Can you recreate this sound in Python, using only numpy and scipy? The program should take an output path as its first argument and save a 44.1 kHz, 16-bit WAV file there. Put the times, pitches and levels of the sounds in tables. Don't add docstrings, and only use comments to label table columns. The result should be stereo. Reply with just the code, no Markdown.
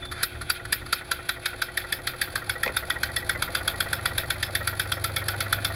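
import sys
import numpy as np
from scipy import signal
from scipy.fft import rfft, irfft, next_fast_len
from scipy.io import wavfile
from scipy.ndimage import uniform_filter1d, map_coordinates

SR = 44100
rng = np.random.default_rng(int(sys.argv[2]) if len(sys.argv) > 2 else 0)


def master(y):
    cut = np.clip(np.atleast_2d(y).T, -1, 1)
    pcm = np.round(cut * 32767)
    wavfile.write(sys.argv[1], SR, pcm.astype(np.int16))


N = 253575
TIME = np.arange(N) / SR
TOP_SPEED = 8.4315
CREST_S = .03


def crank(start_speed=2.4372, run_up_s=1.5354, start_turns=-.6686):
    rate = TOP_SPEED - (TOP_SPEED - start_speed) * np.exp(-TIME / run_up_s)
    turns = start_turns + np.cumsum(rate) / SR
    return turns, rate / TOP_SPEED


# start_s (the crest), port_hz, chuff_db, fizz_db, passage_hz, rush_db
EXHAUST_PUFFS = [(0.2345, 1560, -23, -13, 4050, -16), (0.503, 1460, -23, -14.5, 4590, -16),
                 (0.7293, 1735, -21.5, -12.5, 4830, -15.5), (0.9307, 1460, -22.5, -17, 4700, -14.5),
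                 (1.1177, 1500, -22, -19, 4020, -16.5), (1.2936, 1480, -22, -20.5, 3960, -18),
                 (1.4607, 1704, -25.5, -20.5, 3730, -17), (1.6221, 1590, -22.5, -21, 4000, -18),
                 (1.7764, 1880, -22.5, -19.5, 3700, -22), (1.9273, 1780, -22.5, -18, 3350, -19.5),
                 (2.0744, 1810, -30, -19.5, 4170, -18), (2.218, 1830, -21, -17.5, 4330, -18.5),
                 (2.3589, 1627, -21.5, -22, 4180, -22.5), (2.498, 1590, -22.5, -20.5, 3330, -21.5),
                 (2.635, 1770, -21.5, -20, 3440, -21.5), (2.7696, 1570, -22.5, -17.5, 3560, -19.5),
                 (2.904, 1467, -23.5, -22, 3420, -20.5), (3.035, 1570, -22.5, -20.5, 4280, -19),
                 (3.166, 1860, -25.5, -18.5, 3430, -20), (3.297, 1583, -22, -19.5, 3480, -20),
                 (3.4254, 1510, -21.5, -18.5, 3490, -19), (3.5531, 1500, -23, -19, 3500, -17.5),
                 (3.6804, 1530, -23, -17, 3380, -17.5), (3.807, 1516, -24, -17.5, 3340, -18.5),
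                 (3.9325, 1556, -21, -18.5, 3470, -21.5), (4.0594, 1450, -20.5, -18.5, 3450, -18.5),
                 (4.1828, 1640, -27, -15.5, 3530, -20), (4.306, 1585, -21, -19.5, 3400, -18),
                 (4.4308, 1810, -25.5, -20.5, 3410, -18), (4.5545, 1830, -22, -16.5, 3460, -19.5),
                 (4.6764, 1520, -22, -17, 3350, -19.5), (4.7992, 1560, -24, -17.5, 3330, -19.5),
                 (4.9217, 1470, -23.5, -19.5, 3300, -19), (5.045, 1610, -27.5, -16.5, 4670, -18),
                 (5.1657, 1870, -39, -17, 3370, -19.5), (5.2864, 1640, -25, -16, 3290, -21),
                 (5.4081, 1510, -27.5, -18.5, 4510, -17.5), (5.53, 1460, -19.5, -16, 3480, -19),
                 (5.6502, 1550, -27, -16.5, 3430, -18)]
# pitch_hz, level_db
RUSH_COLOUR = [(300, -17.5), (900, -21), (1700, -3), (2050, -3), (2500, 3), (3150, 1), (3850, 2.5),
               (4230, 3.5), (4450, 1), (4700, 5.5), (5400, -11.5), (6200, -11.5), (7300, -11), (9000, -52)]
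# pitch_hz, level_db
FIZZ_COLOUR = [(6000, -23), (7400, -20.5), (7950, -8), (8800, -13.5), (10000, -1.5), (10600, 6),
               (11400, 2.5), (12500, -9.5), (14200, -14), (15800, -26)]


def exhaust(speed, rise_s=0.0021, decay_s=0.0021, chuff_db=-0.64, ring_db=-39,
            passage_share=0.36, passage_lag_s=0.0035, linger=0.44):
    out = np.zeros((2, N))
    for s, port_hz, chuff, fizz, passage_hz, rush in EXHAUST_PUFFS:
        stretch = np.interp(s, TIME, speed) ** -linger
        up, down = rise_s * stretch, decay_s * stretch
        bark = whistle(port_hz, up * 0.58, down * 0.82, sag_per_s=34, breathy=.3, width_hz=1140)
        spray = burst(up * 0.95, down * 1.8, colour(FIZZ_COLOUR))
        rushing = burst(up * 1.13, down * 2.33, colour(RUSH_COLOUR))
        passage = whistle(passage_hz, up * 0.59, down * 0.35, sag_per_s=2.2, breathy=.35, width_hz=310)
        add(out, s, amp(chuff + chuff_db) * bark)
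        add(out, s - .0012, amp(fizz) * spray)
        add(out, s + .0003, amp(rush) * np.sqrt(1 - passage_share) * rushing)
        add(out, s + passage_lag_s, amp(rush) * np.sqrt(passage_share) * passage)
        add(out, s, amp(ring_db) * brass_ring())
    return out


def whistle(hz, rise, decay, sag_per_s, breathy, width_hz):
    t = np.arange(SR // 8) / SR - CREST_S
    swell = np.exp(-.5 * (t / np.where(t < 0, rise, decay)) ** 2)
    cycles = hz * (t - .5 * sag_per_s * t * t)
    tone = swell * np.sin(2 * np.pi * (cycles + rng.random()))
    tone = unit(np.array([tone, 0 * tone])) * np.sqrt(.013 * SR / len(t))
    breath = burst(2.1 * rise, 2.4 * decay, band(hz, width_hz, 2))
    return np.sqrt(1 - breathy) * tone + np.sqrt(breathy) * breath


# pitch_hz, level_db, fade_s (to -60 dB)
BRASS_MODES = [(1348, 13, 0.056), (1481, 5, 0.11), (1674, -15, .08), (1910, 8, .1), (2210, 8, 0.079),
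               (3440, 0, 0.11), (3570, 2, 0.1), (4170, 0, .1), (4700, -3, .08), (5250, 11, 0.13),
               (10600, -14, .06)]


def brass_ring(spread_db=6.0, attack_s=0.0013):
    t = np.maximum(np.arange(SR // 4) / SR - CREST_S, 0)
    ring = 0
    for hz, db, fade_s in BRASS_MODES:
        level = amp(db + spread_db * rng.standard_normal() - 60 * t / fade_s)
        ring = ring + level * np.sin(2 * np.pi * (hz * t + rng.random()))
    return np.array([ring * (1 - np.exp(-t / attack_s)), 0 * t])


# start_s, level_db
EDGE_LEVEL = [(.2, -28.5), (1.5, -38), (4.4, -39.5), (5.6, -30)]


def edge(edge_hz=5250, width_hz=600, lag_s=0.000998):
    out = np.zeros((2, N))
    for s, *_ in EXHAUST_PUFFS:
        level = amp(np.interp(s, *np.transpose(EDGE_LEVEL)))
        add(out, s + lag_s, level * burst(0.0028, 0.0044, band(edge_hz, width_hz, 2)))
    return out


def after_fizz(trail_db=-10, lag_s=0.019, decay_s=0.015, bright_hz=12500):
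    out = np.zeros((2, N))
    for s, _, _, fizz, _, _ in EXHAUST_PUFFS:
        add(out, s + lag_s, amp(fizz + trail_db) * burst(0.011, decay_s, band(bright_hz, 5000, 3)))
    return out


# pitch_hz, width_hz, level_db
ROD_MODES = [(528, 120, -4), (1405, 113, 5.5), (1525, 95, -6.5), (1910, 72, 9), (2000, 200, -5)]


def bearing(turns, speed, angle_turns=.395, scatter_turns=.011, lag_s=0.00383, knock_db=-33.5,
            slow_db=-13, spread_db=1.55, chatter_s=.007, seat_spread=0.016,
            rebound_db=-7, rebound_s=.014, scrape_db=-3):
    out = np.zeros((2, N))
    times = passes(turns, angle_turns) + lag_s
    for s, (late, force, seat) in zip(times, rng.standard_normal((len(times), 3))):
        pace = np.interp(s, TIME, speed)
        s = s + scatter_turns * late / (pace * TOP_SPEED)
        db = knock_db + slow_db * (1 - pace) + spread_db * force
        rod = lambda hz: body(ROD_MODES)(hz * np.exp(seat_spread * seat))
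        add(out, s, amp(db) * burst(0.0016, 0.0024, rod))
        add(out, s + chatter_s, amp(db) * burst(0.003, 0.005, rod))
        add(out, s + rebound_s, amp(db + rebound_db) * burst(0.0021, 0.0074, rod))
        add(out, s + chatter_s, amp(db + scrape_db) * burst(0.004, 0.0042, band(1750, 1000, 2)))
    return out


# angle_turns (after the main exhaust), level_db
GEAR_TAPS = [(.052, -43), (0.129, -44.5), (0.524, -42.5), (.845, -42)]
# pitch_hz, width_hz, level_db
FRAME_MODES = [(531, 65, -2), (672, 31, -4), (800, 34, -1.5)]


def taps(turns, speed, slow_db=-18, scatter_db=1.5):
    out = np.zeros((2, N))
    for angle, db in GEAR_TAPS:
        for s in passes(turns, angle):
            pace = np.interp(s, TIME, speed)
            level = amp(db + slow_db * (1 - pace) + scatter_db * rng.standard_normal())
            add(out, s, level * burst(0.0006, 0.0014, body(FRAME_MODES)))
    return out


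# angle_turns (after the main exhaust), width_turns, level_db
VALVE_LEAKS = [(.16, 0.015, -24.5), (.29, 0.065, -30.5), (.485, .03, -36.5), (0.63, 0.022, -28),
               (.8, 0.067, -28.5), (.92, 0.045, -48)]
# pitch_hz, level_db
LEAK_COLOUR = [(900, -8), (1400, 9.5), (2400, 2.5), (3400, -1), (4500, 6), (5600, -11.5), (7000, -11),
               (9000, -9), (10000, 1), (10600, 10.5), (11500, 0), (12800, -12), (15500, -18)]
# pitch_hz, level_db
AIR_COLOUR = [(700, -36), (1100, -22), (1450, 8), (1800, -4.5), (2400, 6.5), (3400, 3.5), (4600, -2.5),
              (5600, -19.5), (7300, -21), (9200, -13), (10500, 2.5), (12800, -21), (15500, -25)]
# start_s, rolling_db, air_db
RUNNING_LEVELS = [(0, -49.5, -43.5), (.8, -49.5, -39.5), (1.4, -49.5, -41.5), (2.7, -47, -42),
                  (3.6, -42, -39.5), (4.8, -46, -40), (5.75, -41.5, -37.5)]


def leaks(turns, speed, valve_db=-1.7, air_db=2.95, wander_turns=0.0073, flutter_db=2.0,
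          sputter_db=1.8, purge_db=5.5, purge_turns=0.14, thin_hz=2000):
    angle_now = turns + wander_turns * wobble(10)
    opening = 0
    for angle, width, db in VALVE_LEAKS:
        offset = (angle_now - angle + .5) % 1 - .5
        opening = opening + amp(db) * np.exp(-.5 * (offset / width) ** 2)
    hiss = filtered(noise(LEAK_COLOUR), lambda hz: hz / np.hypot(hz, thin_hz))
    valves = amp(valve_db + 1.06 * wobble(7)) * speed ** 2 * opening * hiss
    purge = purge_db * np.cos(2 * np.pi * (turns - purge_turns))
    air_level = amp(curves(RUNNING_LEVELS)[1] + air_db + purge + flutter_db * wobble(32))
    return valves + air_level * patchy(noise(AIR_COLOUR), sputter_db)


def patchy(x, depth_db, smooth_hz=5000):
    hz, _, z = signal.stft(x, SR, nperseg=512)
    field = uniform_filter1d(rng.standard_normal(z.shape[1:]), size=8, axis=1)
    field = uniform_filter1d(field, size=4, axis=0)
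    depth = depth_db / (1 + (hz[:, None] / smooth_hz) ** 2)
    return unit(signal.istft(z * amp(depth * unit(field)), nperseg=512)[1][:, :N])


# start_s (the crest), decay_s, level_db
AIR_SPURTS = [(.056, 0.0075, -32), (0.122, 0.011, -24), (0.418, 0.0089, -25.5), (.655, 0.005, -29),
              (.865, 0.006, -31), (1.056, 0.0036, -42)]


def spurts():
    out = np.zeros((2, N))
    for s, decay_s, db in AIR_SPURTS:
        add(out, s, amp(db) * burst(0.48 * decay_s, decay_s, colour(LEAK_COLOUR)))
    return out


def first_leak(crest_s=0.22, swell_s=0.05, fade_s=0.016, leak_db=-28, dull_hz=4500):
    width_s = np.where(TIME < crest_s, swell_s, fade_s)
    swell = np.exp(-.5 * ((TIME - crest_s) / width_s) ** 2)
    hiss = filtered(noise(LEAK_COLOUR), lambda hz: dull_hz / np.hypot(hz, dull_hz))
    return amp(leak_db) * swell * hiss


# cycles_per_turn, level_db
DRONE_TONES = [(5, -8), (7, 1), (8, -17), (9, 4), (11, -14), (12, 5.5), (13, -12.5), (15, -1.5), (16, -4),
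               (17, -6.5), (19, -5), (20, -2.5), (22, -12), (26, 2), (38, -5), (40, -23)]
# pitch_hz, level_db
BENCH_ANSWER = [(40, -13), (62, -11), (71, -5), (77, -9.5), (88, -21), (95, -7), (100, 1), (110, -2),
                (120, -4), (130, -4), (150, -13), (260, -28), (312, -12.5), (340, -30)]
# pitch_hz, width_hz, level_db
BOARD_MODES = [(40, 14, 1.5), (73, 17, 1), (99, 13, -0.5), (118, 9.4, 3.5), (256, 15, -12.5), (313, 20, -9)]
# pitch_hz, level_db
RUMBLE_COLOUR = [(15, -24), (25, -25), (38, -8.5), (55, -4), (72, 3.5), (100, 4.5), (130, -4), (180, -18),
                 (300, -6.5), (600, -33)]
# start_s (the middle), width_s, level_db
CRANK_LURCHES = [(.06, 0.11, -38.5), (0.421, 0.064, -37), (.68, 0.054, -42), (.85, .04, -39)]
# start_s, level_db
SHAKING_LEVEL = [(0, -52), (.7, -48.5), (1.4, -46), (2.4, -42), (3.3, -39.5), (4.5, -37.5), (5.75, -36.5)]


def bench(turns, speed, drone_db=-1.0, boom_share=0.52, drone_share=0.98):
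    rate = TOP_SPEED * speed
    tones = 0
    for cycles, db in DRONE_TONES:
        level = amp(db + along(BENCH_ANSWER, cycles * rate) + 0.15 * wobble(3.2))
        tones = tones + level * np.sin(2 * np.pi * (round(cycles) * turns + rng.random()))
    boom = unit(filtered(rng.standard_normal((2, N)), body(BOARD_MODES)))
    rumble = np.sqrt(boom_share) * boom + np.sqrt(1 - boom_share) * noise(RUMBLE_COLOUR)
    lurch = sum(amp(db) * np.exp(-.5 * ((TIME - s) / width) ** 2) for s, width, db in CRANK_LURCHES)
    share = drone_share * speed ** 4
    shaking = amp(curves(SHAKING_LEVEL)[0])
    drone = shaking * amp(drone_db) * np.sqrt(share) * unit(tones)
    return drone + np.hypot(shaking * np.sqrt(1 - share), lurch) * rumble


# pitch_hz, level_db
ROLLING_COLOUR = [(90, 2.5), (160, 5), (220, -2), (315, 1.5), (370, -4.5), (420, -4.5), (525, 3), (610, -6),
                  (668, 7.5), (735, -1), (798, 2.5), (950, -6), (1200, 1), (1600, -66), (2600, -70)]


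def rolling(turns, rolling_db=1.74, throb_db=0.5):
    load = np.cos(2 * np.pi * 3 * (turns - .13))
    level = amp(curves(RUNNING_LEVELS)[0] + rolling_db + throb_db * load)
    return level * noise(ROLLING_COLOUR)


# start_s, level_db, centre_hz
LOOSE_CONTACTS = [(2.6622, -28, 1190), (2.6618, -21, 2420), (2.662, -29, 260), (2.667, -24.5, 557),
                  (2.6764, -23, 1050), (2.678, -22.5, 2200), (2.687, -31, 1900), (2.696, -34, 500)]
# pitch_hz, width_hz, level_db
LOOSE_MODES = [(169, 79, -3.5), (322, 180, 0.5), (520, 130, 3.5), (1050, 230, -0.5), (1340, 84, -11),
               (1810, 180, -3), (2040, 160, 8.5), (2200, 130, 5), (2480, 150, 7.5), (3700, 2000, -2.5)]


def clatter(clatter_db=-2, focus_octaves=0.91):
    out = np.zeros((2, N))
    for s, db, centre_hz in LOOSE_CONTACTS:
        focus = lambda hz: 1 / (1 + (np.log2((hz + 1) / centre_hz) / focus_octaves) ** 2)
        part = lambda hz: body(LOOSE_MODES)(hz) * focus(hz)
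        add(out, s, amp(db + clatter_db) * burst(0.0004, 0.0024, part))
    return out


def ping(hz=3505, start_s=.019, fade_s=.24, ping_db=-27.0, after_db=-9):
    t = np.maximum(TIME - start_s, 0)
    tone = amp(-60 * t / fade_s) * np.sin(2 * np.pi * hz * t + 0.2 * wobble(41))
    ringing = unit(filtered(rng.standard_normal((2, N)), band(hz, 90, 2)))
    ringing = amp(after_db - 60 * t / .8) * ringing
    return amp(ping_db) * (1 - np.exp(-t / 0.0037)) * (tone + ringing)


def hum(hum_hz=360, hum_db=-48.5, low_hz=120, low_db=-57):
    upper = amp(hum_db + 0.47 * wobble(2.4)) * np.sin(2 * np.pi * hum_hz * TIME)
    return upper + amp(low_db) * np.sin(2 * np.pi * low_hz * TIME)


# delay_s, gain (a plain factor)
NEAR_WALLS = [(.0023, 0.12), (.0052, 0.15), (.0087, .14)]


def walls(x, sway=0.0757):
    out = x
    for delay_s, gain in NEAR_WALLS:
        heard = TIME - delay_s * (1 + sway * wobble(2))
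        out = out + gain * np.array([np.interp(heard, TIME, channel) for channel in x])
    return out


# pitch_hz, fade_s (to -60 dB)
ROOM_FADE = [(200, 0.15), (1500, 0.18), (4000, 0.17), (11000, 0.051), (16000, 0.58)]


def workshop(x, count=6):
    wet = np.zeros((2, N))
    for k in range(count):
        hz, t, z = signal.stft(rng.standard_normal((2, SR // 2)), SR, nperseg=256)
        fade = amp(-60 * t / along(ROOM_FADE, hz)[:, None]) * (1 - np.exp(-t / 0.00044))
        tail = signal.istft(z * fade, SR, nperseg=256)[1]
        here = np.maximum(1 - abs(np.linspace(0, count - 1, N) - k), 0)
        wet += signal.fftconvolve(x * here, tail / np.linalg.norm(tail[0]), axes=1)[:, :N]
    return wet


# pitch_hz, coherence (0 to 1)
PORT_LIKENESS = [(100, 1), (350, 0.72), (650, 1), (1050, 0.2), (1450, 0.36), (2200, 0.78), (3700, 0.62),
                 (5500, 0.65), (7200, 0.75), (8300, 0.76), (10500, 1), (14000, 0.72)]
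# pitch_hz, lead_rad
PORT_LEAD = [(60, -.06), (350, -.45), (700, -.6), (1500, -1), (2000, -1.9), (3100, -3.2), (3480, -4.2),
             (3900, -3.2), (4500, -2.7), (16000, -2.9)]
# pitch_hz, level_db
PORT_BALANCE = [(300, 0), (1050, 1), (1900, -1), (2400, -4.5), (3200, -4), (4200, 0), (8000, 0.5),
                (10300, -5), (11400, 0), (12500, 3.5), (15000, -1.5)]


def ports(pair):
    def shares(hz):
        spread = np.arccos(np.clip(along(PORT_LIKENESS, hz), 0, 1)) / 2
        return np.array([np.cos(spread), np.sin(spread)])

    def sides(hz):
        tilt = amp(along(PORT_BALANCE, hz) / 2) * np.exp(.5j * along(PORT_LEAD, hz))
        return np.array([tilt, 1 / tilt])

    common, apart = filtered(pair, shares)
    return filtered(np.array([common + apart, common - apart]), sides)


def amp(db):
    return 10 ** (np.asarray(db) / 20)


def unit(x):
    return x / np.sqrt(np.mean(x ** 2) + 1e-20)


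def along(points, hz):
    f, v = np.transpose(points)
    return np.interp(np.log(hz + 1), np.log(f + 1), v)


def curves(rows):
    s, *cols = np.transpose(rows)
    return [np.interp(TIME, s, c) for c in cols]


def wobble(rate):
    return map_coordinates(rng.standard_normal(int(N * rate / SR) + 4), [TIME * rate])


def filtered(x, response):
    n = x.shape[-1]
    m = next_fast_len(n + n // 4)
    return irfft(rfft(x, m) * response(np.fft.rfftfreq(m, 1 / SR)), m)[..., :n]


def colour(points):
    return lambda hz: amp(along(points, hz))


def body(modes):
    def response(f):
        total = 0
        for k, (c, w, db) in enumerate(modes):
            total = total + (-1) ** k * amp(db) * 1j * f * w / (c * c - f * f + 1j * f * w)
        return total
    return response


def band(hz, width_hz, power):
    return lambda f: body([(hz, width_hz, 0)])(f) ** power


def noise(points):
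    return unit(filtered(rng.standard_normal((2, N)), colour(points)))


def burst(rise, decay, response):
    t = np.arange(SR // 8) / SR - CREST_S
    swell = np.exp(-.5 * (np.minimum(t, 0) / rise) ** 2 - np.maximum(t, 0) / decay)
    x = filtered(swell * rng.standard_normal((2, len(t))), response)
    return unit(x) * np.sqrt(.013 * SR / len(t))


def add(track, s, sound):
    start = round((s - CREST_S) * SR)
    part = sound[:, max(-start, 0):N - start]
    track[:, max(start, 0):][:, :part.shape[1]] += part


def passes(turns, angle):
    whole_turns = np.arange(np.ceil(turns[0] - angle), turns[-1] - angle)
    return np.interp(whole_turns + angle, turns, TIME)


def scene(near_wet_db=-15.5, far_wet_db=-7):
    turns, speed = crank()
    puffs = exhaust(speed) + edge() + after_fizz() + spurts()
    blows = walls(puffs + bearing(turns, speed)) + taps(turns, speed) + clatter() + ping()
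    wet = amp(np.interp(TIME, [.5, 2.2], [near_wet_db, far_wet_db])) * workshop(blows)
    air = leaks(turns, speed) + first_leak()
    return ports(blows + wet + air + rolling(turns) + bench(turns, speed)) + hum()


# pitch_hz, width_hz, depth (0 to 1)
DUCT_NOTCHES = [(2867, 460, 0.9), (4936, 82, 0.65)]


def record(dry, top_hz=15800):
    def ducts(f):
        return np.prod([1 - depth * body([(hz, width, 0)])(f) for hz, width, depth in DUCT_NOTCHES], axis=0)

    clipped = np.clip(filtered(dry, ducts), -1, 1)
    return filtered(clipped, lambda hz: hz < top_hz)


dry = scene()
out = record(dry)
master(out)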